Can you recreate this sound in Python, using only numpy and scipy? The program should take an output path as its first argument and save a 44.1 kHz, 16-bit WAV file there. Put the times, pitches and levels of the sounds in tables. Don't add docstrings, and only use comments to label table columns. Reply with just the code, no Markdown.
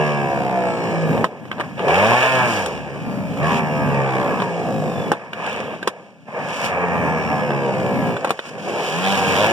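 import sys
import numpy as np
from scipy import signal
from scipy.fft import rfft, irfft
from scipy.io import wavfile
from scipy.ndimage import uniform_filter1d, map_coordinates

SR = 44100
rng = np.random.default_rng(int(sys.argv[2]) if len(sys.argv) > 2 else 0)


def output_pcm(signal):
    pcm = np.clip(np.atleast_2d(signal).T, -1, 1) * 32767
    wavfile.write(sys.argv[1], SR, np.round(pcm).astype(np.int16))


N = 419832

START_TURNS, DRAG_PER_S, FRICTION = 76.3, .23, 6.9
# (start [s], end [s], speed reached [turns/s], whine while coasting after [dB])
SPEED_CHANGES = [(1.76, 2.3, 130.5, -85), (2.32, 2.69, 74.7, -55), (3.38, 3.5, 80.8, -59),
                 (6.23, 6.71, 91.8, -59), (8.78, 9.13, 98.5, -85), (9.34, 9.6, 117, -85)]
# (from [s], until [s])
LULLS = [(1.245, 1.8), (5.12, 6.66), (8.26, 8.86)]
LULL_EDGE_S, LULL_STEADY = .08, .04
# (start [s], full [s], held until [s], gone [s], grating gain [dB], spray gain [dB],
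# growth while held [dB]); a start later than full brings the feed in with a step
FEEDS = [(-.1, -0.5, 0.025, 0.42, 2.5, 2, 2.5), (0.83, 0.5, 1.04, 1.3, -1.5, 2.5, -0.5),
         (1.777, 1.46, 1.74, 1.87, 15.5, 0, 1), (1.88, 1.77, 2.27, 3.16, 10, 7, 4),
         (2.3, 2.5, 2.57, 2.9, 12.5, 15, -1), (3.424, 3.5, 3.58, 3.35, 10, 8.5, 3),
         (4.03, 4.06, 4.27, 3.2, -1.5, -6, -3), (4.38, 3.5, 5.5, 7.6, 3, 4, -4),
         (5.33, 5.5, 6.25, 5.95, 12.5, 6.5, -23), (6.34, 6.5, 6.66, 6.73, 9, 10, 7.5),
         (8.115, 8.5, 6.6, 8.6, 10, 14, -5), (8.58, 8.5, 9.3, 10.3, 7.5, 8.5, 7),
         (9.05, 10, 12, 7.8, 16.5, 16.5, 5), (9.443, 8.5, 9.4, 9.7, 21.5, 7.5, -0.5)]
QUICKEST_S = .04

# (time [s], share of rumble [0-1], share of grating [0-1], treble chatter [dB])
REPEATS = [(0, .82, .5, -62), (.55, .8, .35, -57), (.8, .65, .4, -54), (1.2, .6, .5, -53),
           (1.8, .22, .1, -62), (2.22, .3, .1, -60), (2.32, .55, .15, -60), (2.45, .5, .1, -60),
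           (2.55, .18, .1, -62), (2.8, .45, .25, -64), (3.3, .5, .3, -66), (3.45, .35, .1, -66),
           (3.62, .75, .5, -62), (3.9, .72, .4, -60), (4.05, .58, .15, -58), (4.6, .42, .2, -57),
           (4.8, .42, .55, -55), (5.1, .42, .55, -54), (6.7, .35, .1, -68), (7.2, .55, .25, -66),
           (7.8, .68, .35, -61), (8.2, .72, .4, -58), (8.9, .3, .1, -65), (9.52, .4, .1, -65)]
# (frequency [Hz], level per hertz [dB])
CHATTER_SPECTRUM = [(3800, -40), (4700, -3), (5400, 3), (6200, -10), (6800, -9), (7500, 2), (8200, -6),
                    (9500, -25)]
TOP_ORDER, LOW_ORDERS = 165, 18
SMEAR_LOW, SMEAR_HIGH = .45, .16

# (time [s], housing rumble [dB], counter hum [dB])
LEVELS = [(0, -20, -25), (.42, -24.5, -27), (.7, -22, -29), (.74, -24, -26.5), (1.1, -24, -23.5),
          (1.235, -22.5, -26.5), (1.3, -38.5, -42), (1.5, -39, -40.5), (1.64, -31.5, -32.5),
          (1.75, -40, -32), (1.81, -24.5, -29), (1.9, -17, -26), (2.4, -19.5, -25.5), (2.68, -25, -32.5),
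          (2.83, -35, -36.5), (3.1, -31, -30.5), (3.36, -31.5, -27.5), (3.43, -20.5, -25),
          (3.65, -25.5, -23), (4.05, -20.5, -25), (4.45, -24.5, -27.5), (5.11, -29.5, -25.5),
          (5.19, -35, -47), (5.31, -42, -44.5), (5.37, -30.5, -38), (5.47, -24.5, -37), (5.54, -28, -36.5),
          (5.74, -27.5, -33), (5.78, -35.5, -38), (5.87, -31, -35.5), (5.92, -36.5, -46),
          (6.02, -44.5, -43.5), (6.21, -54.5, -45.5), (6.26, -50, -46), (6.285, -36.5, -40),
          (6.34, -31.5, -37.5), (6.7, -24.5, -31.5), (6.9, -22, -25), (7.3, -24, -22), (7.66, -21.5, -28.5),
          (8.1, -24, -23), (8.2, -30.5, -33), (8.3, -31.5, -41), (8.35, -37.5, -46), (8.42, -40, -54),
          (8.47, -34.5, -39.5), (8.85, -23.5, -36), (8.98, -24, -25.5), (9.52, -21.5, -27.5)]
# (frequency [Hz], level per hertz [dB])
HOUSING_SPECTRUM = [(200, -42), (330, -6.5), (500, 0), (720, -3.5), (1000, -7), (1200, -11), (1450, -21),
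                    (1680, -8.5), (1950, -21), (2300, -9.5), (2800, -25.5), (4000, -112)]
# (time [s], tilt [dB per octave])
BRIGHTNESS = [(0, -1.5), (.35, 0.5), (1.2, -3.5), (1.7, 3.5), (1.85, -4.5), (1.96, 5), (2.4, 6.5),
              (2.75, -0.5), (3.0, -1), (3.4, 0.5), (3.53, 4), (4.0, 0.5), (4.43, -0.5), (4.58, -4),
              (5.1, -2), (5.2, 4), (5.55, 4), (5.8, 0), (6.25, 1), (6.6, 4), (7.3, 2), (7.66, -1),
              (8.2, -2), (8.4, 2), (8.68, -3), (9.05, 3.5), (9.52, 2.5)]
# (frequency [Hz], level per hertz [dB])
COUNTER_SPECTRUM = [(25, -37), (40, -7), (65, -58), (90, -4.5), (110, -1), (160, 7.5), (220, 6), (300, 0.5),
                    (420, -43.5)]
# (frequency [Hz], level [dB])
COUNTER_RESPONSE = [(45, -70), (65, -64), (80, -51), (100, -45.5), (120, -43), (140, -27.5), (160, -26),
                    (200, -29.5), (260, -30.5), (400, -29.5)]
UNBALANCE_DB = [5.5, 0.5, -3]
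# (time [s], first order [dB], higher orders [dB])
PULP = [(0, 2, 0), (.5, -10, -2.5), (1.2, 5, 2), (1.9, 8, -2.5), (2.3, -0.5, -2), (2.7, 9, -8.5),
        (3.3, 6, -1.5), (3.6, 1, -5), (4.3, 1, -0.5), (5.1, 2, -7), (6.7, 1, -1.5), (7.2, 5.5, -3.5),
        (8.2, -6, -1), (8.9, -15, 2), (9.2, 1.5, -2.5), (9.52, 2.5, 0)]
SHAKE_FOLLOWS = 0.95
# (start [s], end [s], frequency [Hz], width [Hz], level [dB])
RESONANCES = [(0.199, 0.786, 706, 39.4, -24), (1.797, 2.266, 575, 89, -26), (1.94, 2.284, 740, 60, -30),
              (3.415, 3.482, 1680, 90, -28.5), (3.432, 3.567, 1100, 70, -25.5),
              (4.05, 4.453, 1134, 80, -32.5), (4.037, 4.29, 3200, 496, -48), (4.11, 4.286, 1650, 179, -35),
              (8.699, 9.296, 3160, 590, -38.5), (9.019, 9.19, 3130, 600, -29),
              (9.203, 9.52, 3200, 600, -36), (9.341, 9.47, 3080, 700, -28), (4.56, 4.993, 730, 58.7, -32.5),
              (4.6, 5.127, 502, 69, -29.5), (5.451, 5.76, 514, 49.7, -43), (6.622, 6.894, 720, 50, -30.5),
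              (7.477, 7.514, 705, 88, -32), (7.545, 8.096, 660, 87.5, -36), (8.996, 9.363, 765, 40.6, -24),
              (9.373, 9.47, 627, 60, -23.5), (9.358, 9.484, 920, 120, -22.5)]

# (multiple of the speed [1], level [dB])
BAR_LINES = [(36, -6), (60, -15), (72, 0), (84, -14), (96, -15), (108, -19), (120, -17), (144, -17)]
# (time [s], level [dB])
WHINE_SWELL = [(0, 4), (.3, 3), (.8, 2), (1.0, -3), (1.3, -6), (2.7, 5), (2.95, 2), (3.15, -4), (3.6, 1),
               (3.9, 2), (4.15, -3), (4.5, -2), (4.85, 2), (5.1, 5), (6.9, -7), (7.05, 4), (7.7, 4),
               (8.1, 2)]
# (frequency [Hz], gain [dB])
WHINE_BODY = [(1500, -18), (2700, -13), (3300, 8), (3900, 2), (4600, -4), (5600, 2), (6500, -2), (7800, 2),
              (10000, -10)]
START_WHINE_DB, WHINE_FOLLOWS, WHINE_MASKED = -58, .5, .8

# (frequency [Hz], level per hertz [dB])
GRATER_SPECTRUM = [(800, -19.5), (1450, -4), (1680, -5), (1950, -21), (2300, 0), (2800, -1.5), (3300, -8),
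                   (3800, -17), (5000, -48)]
# (frequency [Hz], level per hertz [dB])
SPRAY_SPECTRUM = [(2800, -7), (3800, -14.5), (4500, 2.5), (5400, 2), (6300, -0.5), (7500, -2.5), (9000, -8),
                  (11000, -12.5), (15000, -21)]
# (time [s], depth of the hiss's throb [0-1])
THROB = [(0, .5), (.6, .4), (.9, .1), (2.0, .25), (3.3, .2), (3.6, .45), (4.0, .3), (4.05, .85),
         (4.28, .85), (4.33, .15), (5.1, .15), (6.75, .35), (7.0, .6), (7.55, .65), (7.75, .3), (8.2, .2),
         (9.52, .15)]
GRATING_DB, SPRAY_DB, HISS_FOLLOWS = -41.5, -49, 0.74
TOP_HZ, TOP_DB, TOP_PER_DB = 10200, -5, 0.5

# (time [s], level [dB], treble of the tick against the ring [dB],
# pitch of the lower modes [factor], upper modes [dB], hardness of the first touch [1])
CLACKS = [(1.177, -12, -30, 0.63, -4, 1.2), (1.243, 3, -21.5, 1.09, -4, 2.9),
          (1.249, -13, -16, 1.1, 7, 1.4), (1.265, -24, -25, 0.89, 0, 1.2),
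          (1.454, -20.5, -29, 0.69, -4, 2.5), (1.515, -10, -37, 1.33, -3, 1.06),
          (1.527, -19, -30, 1, -8, .5), (1.546, -31, -30, 1, -4, .5), (1.582, -17, -33, 0.77, -10, 1),
          (1.588, -21, -30, .8, -6, .5), (1.598, -12, -20, .8, 2, 1), (1.6035, -11.5, -15, 1.04, -5, 1),
          (1.6095, -9, -18, 1.07, -6, 0.45), (1.617, -21, -20, .8, 2, .6), (1.794, -13, -31, 1.23, 10, 1.8),
          (2.66, -15, 1.5, 1.1, 6, 1), (3.373, -21, -9, 0.79, 5, 0.79), (4.401, -8, -32, 1.3, -1, 1.45),
          (4.42, -6, -32, 1.05, -8, 0.94), (5.1176, 4, -17.5, 0.86, -5, 3.6),
          (5.1215, -7.5, -30, .85, -8, 1.5), (5.13, -14, -28, .85, -6, 1), (5.136, -17, -23, .9, 2, 0.98),
          (5.332, -13, -29, 1.46, 11, 1.3), (5.465, -28, 0, 0.99, 0, 1), (5.495, -25, -4, 1.2, 0, 1),
          (5.528, -23, -2, 1.1, 10, 1.1), (5.561, -29, 0, 1.3, 3, 1), (5.603, -26, -4, 1.2, 2, 0.91),
          (5.828, -13.5, -12, 1.6, 0, 1.31), (5.8735, -8.5, -11, 0.79, 2, 1.2),
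          (5.8755, 0, -9.5, 1.08, 8, 2.1), (5.881, -10.5, -21, 1, 4, 1.2), (6.22, -46, -20, 0.92, 2, 1.5),
          (6.643, -8, -11, 0.77, -9, 1.4), (7.506, -4.5, -37, 0.63, -11, 3.8),
          (8.167, -9, -25, 0.88, 7, 1.7), (8.246, -3.5, -15, 0.97, -4, 1.9),
          (8.2495, -4, -24, .85, -3, 1.9), (8.262, -21, -23, .85, -3, 1), (8.2728, -10, -18, 0.9, 7, 1.7),
          (8.2805, -13, -23, 0.92, -3, 1.9), (8.294, -13, -9, 0.75, 7, 1), (8.306, 2, -14, 1.02, 4.5, 2.2),
          (8.3145, -13.5, -18, 0.63, 5, 1), (8.391, -12, -20, 1.15, 6, 0.8),
          (8.454, -25, -17, 1.2, 22, 0.66)]
# (frequency [Hz], level [dB], 60 dB decay time [s])
PLASTIC_MODES = [(454, -18, 0.027), (600, -9, 0.035), (797, 2, 0.045), (980, 9, 0.032), (1156, 12.5, 0.018),
                 (1380, 3, .01), (1600, 9, 0.011), (1840, -1, .01), (2460, 3.5, 0.023), (2790, -3, 0.02),
                 (2990, -4.5, 0.019), (3170, -0.5, 0.017), (3580, -17, 0.0088)]
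UPPER_HZ, TOUCH_S = 2000, 0.000093
CONTACT_S, BUZZ_T60_S, SNAP = 0.0011, 0.075, 1.23
DETUNE, UNEVEN_DB = .04, 2

# (frequency [Hz], phase by which the right leads [rad])
PORT_LEAD = [(60, 0), (130, -.8), (330, 0.17), (1200, 0.21), (1800, 1.6), (2150, 2.96), (3100, 6),
             (3800, 6.57), (4150, 9.15), (4650, 9.4), (5000, 11.83), (5900, 12.4), (6100, 15), (6700, 15.6),
             (6950, 18.8), (7800, 19.2), (8200, 22.1), (15000, 36)]
# (frequency [Hz], likeness [0-1])
PORT_LIKENESS = [(40, 0.067), (130, 0.66), (250, 0.52), (450, 0.97), (1200, 0.96), (1450, 0.56),
                 (1750, 0.83), (2100, 1), (3300, 0.78), (3750, 0.23), (4300, 1), (4900, 0.48), (5400, 1),
                 (6000, 0.13), (6500, 0.76), (6900, 0.2), (7400, 0.28), (8000, 0.33), (15000, 0.24)]
# (frequency [Hz], left over right [dB])
PORT_TILT = [(60, 1), (160, 1.5), (500, 0), (1500, 0.2), (2700, -1.5), (5000, 0), (9000, 2.5), (12000, 0.5)]
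EDGE_HZ = 15600


def gain_of(db):
    return 10 ** (np.asarray(db) / 20)


def evened(x):
    return x / np.sqrt(np.mean(x ** 2) + 1e-20)


def read(points, hz):
    f, value = np.transpose(points)
    return np.interp(np.log(hz + 1), np.log(f + 1), value)


def curves(rows):
    s, *columns = np.transpose(rows)
    return [np.interp(np.arange(N) / SR, s, c) for c in columns]


def colour(x, points, lo_hz, hi_hz):
    hz = np.fft.rfftfreq(N, 1 / SR)
    z = rfft(x) * gain_of(read(points, hz))
    band_power = abs(z[..., (hz > lo_hz) & (hz < hi_hz)]) ** 2
    return irfft(z, N) * N / np.sqrt(2 * band_power.sum(-1, keepdims=True))


def wander(per_s):
    knots = rng.standard_normal(N // 500)
    return 1.7 * np.interp(np.arange(N) * per_s / SR, np.arange(N // 500), knots)


def blend(share, repeating, chance):
    share = np.clip(share, 0, 1)
    return np.sqrt(share) * repeating + np.sqrt(1 - share) * chance


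def basket():
    t, rest = np.arange(N) / SR, FRICTION / DRAG_PER_S
    speed = (START_TURNS + rest) * np.exp(-DRAG_PER_S * t) - rest
    whine_db = np.full(N, float(START_WHINE_DB))
    for start, end, reached, after_db in SPEED_CHANGES:
        before = speed[round(start * SR)]
        part = np.clip((t - start) / (end - start), 0, 1) * np.pi / 2
        eased = np.sin(part) if reached > before else 2 * (1 - np.cos(part * 2 / 3))
        changing = before + (reached - before) * eased
        coast = (reached + rest) * np.exp(-DRAG_PER_S * (t - end)) - rest
        speed = np.where(t < start, speed, np.where(t < end, changing, coast))
        whine_db = np.where(t < start, whine_db, np.where(t < end, -90, after_db))
    return speed, uniform_filter1d(whine_db, 3000)


def heard():
    t = np.arange(N) / SR
    return np.prod([np.clip(np.maximum(a - t, t - b) / LULL_EDGE_S, 0, 1) for a, b in LULLS], axis=0)


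def feeding():
    t = np.arange(N) / SR
    feeds = []
    for start, full, held, gone, *gains, growth in FEEDS:
        held = max(full, held)
        times = [start, full, held, max(held + QUICKEST_S, gone)]
        feeds.append([np.interp(t, times, [0, db, db + growth, 0]) for db in gains])
    return np.max(feeds, axis=0)


def pattern(turns, speed):
    count, k = int(turns[-1]) + 2, np.arange(513)[:, None]
    chance = rng.standard_normal((2, 513, count))
    waver, drift = uniform_filter1d(chance, size=7, axis=2) * np.sqrt(7)
    smear = np.where(k < LOW_ORDERS, SMEAR_LOW, SMEAR_HIGH)
    phase = smear * rng.standard_normal((513, 1)) + (.04 + .001 * k) * drift
    size_db = 3.6 * waver + 13. * (k % 12 == 0) * (k > 80)
    z = gain_of(size_db) * np.exp(2j * np.pi * phase) * (k > 3) * (k <= TOP_ORDER)
    at = np.array([turns % 1 * 1024, turns])
    both = [map_coordinates(irfft(v, axis=0), at, order=1, mode="grid-wrap")
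            for v in (z, z * np.exp(1j * k * k))]
    return np.array(both) * np.sqrt(speed)


def hum(turns, speed, level_db, running):
    pulp_db = curves(PULP)
    follow_db = SHAKE_FOLLOWS * (level_db + 26)
    answer_db = [read(COUNTER_RESPONSE, (k + 1) * speed) + db + pulp_db[int(k > 0)] + follow_db
                 + 2.66 * wander(7.0) for k, db in enumerate(UNBALANCE_DB)]
    sizes = running * gain_of(np.minimum(answer_db, level_db))
    lines = sum(size * np.sqrt(2) * np.exp(2j * np.pi * (k + 1) * turns) for k, size in enumerate(sizes))
    power = gain_of(level_db) ** 2
    rest = np.maximum(power - (sizes ** 2).sum(0), 0.093 * power)
    shudder = np.sqrt(rest) * colour(rng.standard_normal((2, N)), COUNTER_SPECTRUM, 60, 300)
    return np.array([lines.real, lines.imag]) + shudder


def resonances(turns):
    out = np.zeros((2, N))
    for start, end, hz, width, db in RESONANCES:
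        span = slice(round(start * SR), round(end * SR))
        puffs = np.exp(-((turns[span] + .1) % 1) / .3)
        knocks = puffs * (1.5 + rng.standard_normal((2, span.stop - span.start)))
        ring = signal.lfilter(*signal.iirpeak(hz, hz / width, SR), knocks)
        out[:, span] += gain_of(db) * evened(ring) * signal.windows.tukey(ring.shape[1], .4)
    return out


def whine(turns, level_db):
    throb = 1 + .7 * np.cos(2 * np.pi * turns)
    lines = 0
    for k, db in BAR_LINES:
        size = gain_of(db + 2.0 * wander(7.0))
        lines = lines + size * np.exp(2j * np.pi * (k * turns + .0024 * k * wander(60.)))
    sound = gain_of(level_db) * 1.8 * throb * np.array([lines.real, lines.imag])
    return irfft(rfft(sound) * gain_of(read(WHINE_BODY, np.fft.rfftfreq(N, 1 / SR))), N)


def scattered(x):
    t = np.arange(2048) / SR
    burst = rng.standard_normal(2048) * gain_of(-60 * t / 0.043)
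    return np.array([x, signal.oaconvolve(x, burst / np.linalg.norm(burst))[:N]])


def clacks():
    out, t = np.zeros(N + 6000), np.arange(6000) / SR
    treble = signal.butter(2, 3000, "high", fs=SR, output="sos")
    soft_top = signal.butter(2, 11000, fs=SR, output="sos")
    dull = signal.butter(4, 2600, fs=SR, output="sos")
    tick_slope = gain_of(-9.0 * np.log2(1 + np.fft.rfftfreq(6000, 1 / SR) / 3000))
    buzz = 0.39 * gain_of(-60 * t / BUZZ_T60_S) * np.minimum(t / CONTACT_S, 1)
    press = t / CONTACT_S * np.exp(1 - t / CONTACT_S) + buzz
    touch = t / TOUCH_S * np.exp(1 - t / TOUCH_S)
    for s, db, tick_db, pitch, upper_db, hard in CLACKS:
        noise = rng.standard_normal((3, 6000))
        modes = np.zeros(6000)
        for (hz, d, t60), u, v in zip(PLASTIC_MODES, noise[2], noise[2, ::-1]):
            upper = hz > UPPER_HZ
            mode_hz = hz * (1 if upper else pitch) * (1 + DETUNE * v)
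            decay = gain_of(d + UNEVEN_DB * u + upper_db * upper - 60 * t / t60)
            modes += decay * np.sin(2 * np.pi * mode_hz * t)
        blow = press * noise[0] + hard * touch
        ring = signal.oaconvolve(blow, modes)[:6000]
        bare_blow = signal.sosfilt(dull, blow) / (1 + hard)
        ring = ring / abs(ring).max() + SNAP * bare_blow
        tick = signal.sosfilt(soft_top, signal.sosfilt(treble, press * noise[1]))
        tick = irfft(rfft(tick) * tick_slope)
        at = round(s * SR)
        out[at:at + 6000] -= gain_of(db) * (ring / abs(ring).max() + 2.0 * gain_of(tick_db) * tick)
    return signal.sosfilt(signal.butter(2, 250, "high", fs=SR, output="sos"), out[:N])


def grating(turns, clatter, share, grating_db, spray_db, throbbing):
    flecks = (rng.random(N) < 250. / SR) * gain_of(4.0 * np.minimum(rng.exponential(1, N), 4))
    puffs = signal.lfilter([1], [1, -.985], flecks)
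    scrape = throbbing * np.cos(2 * np.pi * (turns - .05))
    flicker = (1 + 0.26 * evened(puffs)) * gain_of(0.63 * wander(13.0))
    hiss = flicker * rng.standard_normal((2, N))
    spray = colour((1 + .2 * scrape) * hiss, SPRAY_SPECTRUM, 4460, 15000)
    top_filter = signal.firwin(63, TOP_HZ, pass_zero=False, fs=SR)[None]
    top = signal.oaconvolve(spray, top_filter, "same")
    spray = spray + (gain_of(TOP_DB + TOP_PER_DB * (spray_db - SPRAY_DB)) - 1) * top
    repeating = colour(clatter, GRATER_SPECTRUM, 1780, 5500)
    chance = colour((1 + scrape) * hiss, GRATER_SPECTRUM, 2380, 5500)
    return gain_of(grating_db) * blend(share, repeating, chance) + gain_of(spray_db) * spray


def rumble(turns, clatter, level_db, bright_db, share):
    swell = 1.6 + np.exp(-((turns + 0.11) % 1) / 0.38)
    rattle = swell * gain_of(1.4 * wander(25.)) * rng.standard_normal((2, N))
    repeating = colour(clatter, HOUSING_SPECTRUM, 350, 1300)
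    z = rfft(blend(share, repeating, colour(rattle, HOUSING_SPECTRUM, 350, 1300)))
    octaves = np.clip(np.log2(np.fft.rfftfreq(N, 1 / SR) / 700 + 1e-3), -1, 1)
    low, high = irfft(z * (1 - octaves) / 2, N), irfft(z * (1 + octaves) / 2, N)
    return gain_of(level_db) * (low / gain_of(bright_db) + high * gain_of(bright_db))


def ports(direct, other):
    hz = np.fft.rfftfreq(N, 1 / SR)
    same = np.clip(read(PORT_LIKENESS, hz), 0, 1)
    f, lead = np.transpose(PORT_LEAD)
    shift = np.exp(1j * np.interp(hz, f, lead))
    right = same * shift * rfft(direct) + np.sqrt(1 - same ** 2) * rfft(other)
    tilt = gain_of(read(PORT_TILT, hz) / 2)
    return irfft(np.array([rfft(direct) * tilt, right / tilt]), N)


def scene():
    speed, whine_db = basket()
    turns, running = np.cumsum(speed) / SR, heard()
    rumble_db, hum_db = curves(LEVELS)
    grate_db, fling_db = feeding()
    over_db = 10 * np.log10(gain_of(rumble_db) ** 2 + gain_of(hum_db) ** 2) + 20
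    knocking, rasping, chatter_db = curves(REPEATS)
    clatter = pattern(turns, speed)
    bright_db = curves(BRIGHTNESS)[0] + 0.36 * wander(6.0)

    motor = hum(turns, speed, hum_db + 1.53 * wander(9.0), running)
    whine_db = whine_db + curves(WHINE_SWELL)[0] + WHINE_FOLLOWS * over_db - WHINE_MASKED * grate_db
    motor += running * whine(turns, whine_db)
    motor += running * gain_of(chatter_db) * colour(clatter, CHATTER_SPECTRUM, 4460, 9000)
    motor += rumble(turns, clatter, rumble_db, bright_db, LULL_STEADY + running * knocking)

    grating_db = GRATING_DB + HISS_FOLLOWS * over_db + grate_db
    spray_db = SPRAY_DB + HISS_FOLLOWS * over_db + fling_db
    throbbing = running * curves(THROB)[0]
    hiss = grating(turns, clatter, running * rasping, grating_db, spray_db, throbbing)
    return ports(*(motor + resonances(turns) + hiss + scattered(clacks())))


def record(dry):
    thin = signal.sosfilt(signal.butter(2, 55, "high", fs=SR, output="sos"), dry)
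    band_limit = signal.firwin(255, EDGE_HZ, window=("kaiser", 9), fs=SR)[None]
    return signal.oaconvolve(np.clip(thin, -1, 1), band_limit, "same")


dry = scene()
out = record(dry)
output_pcm(out)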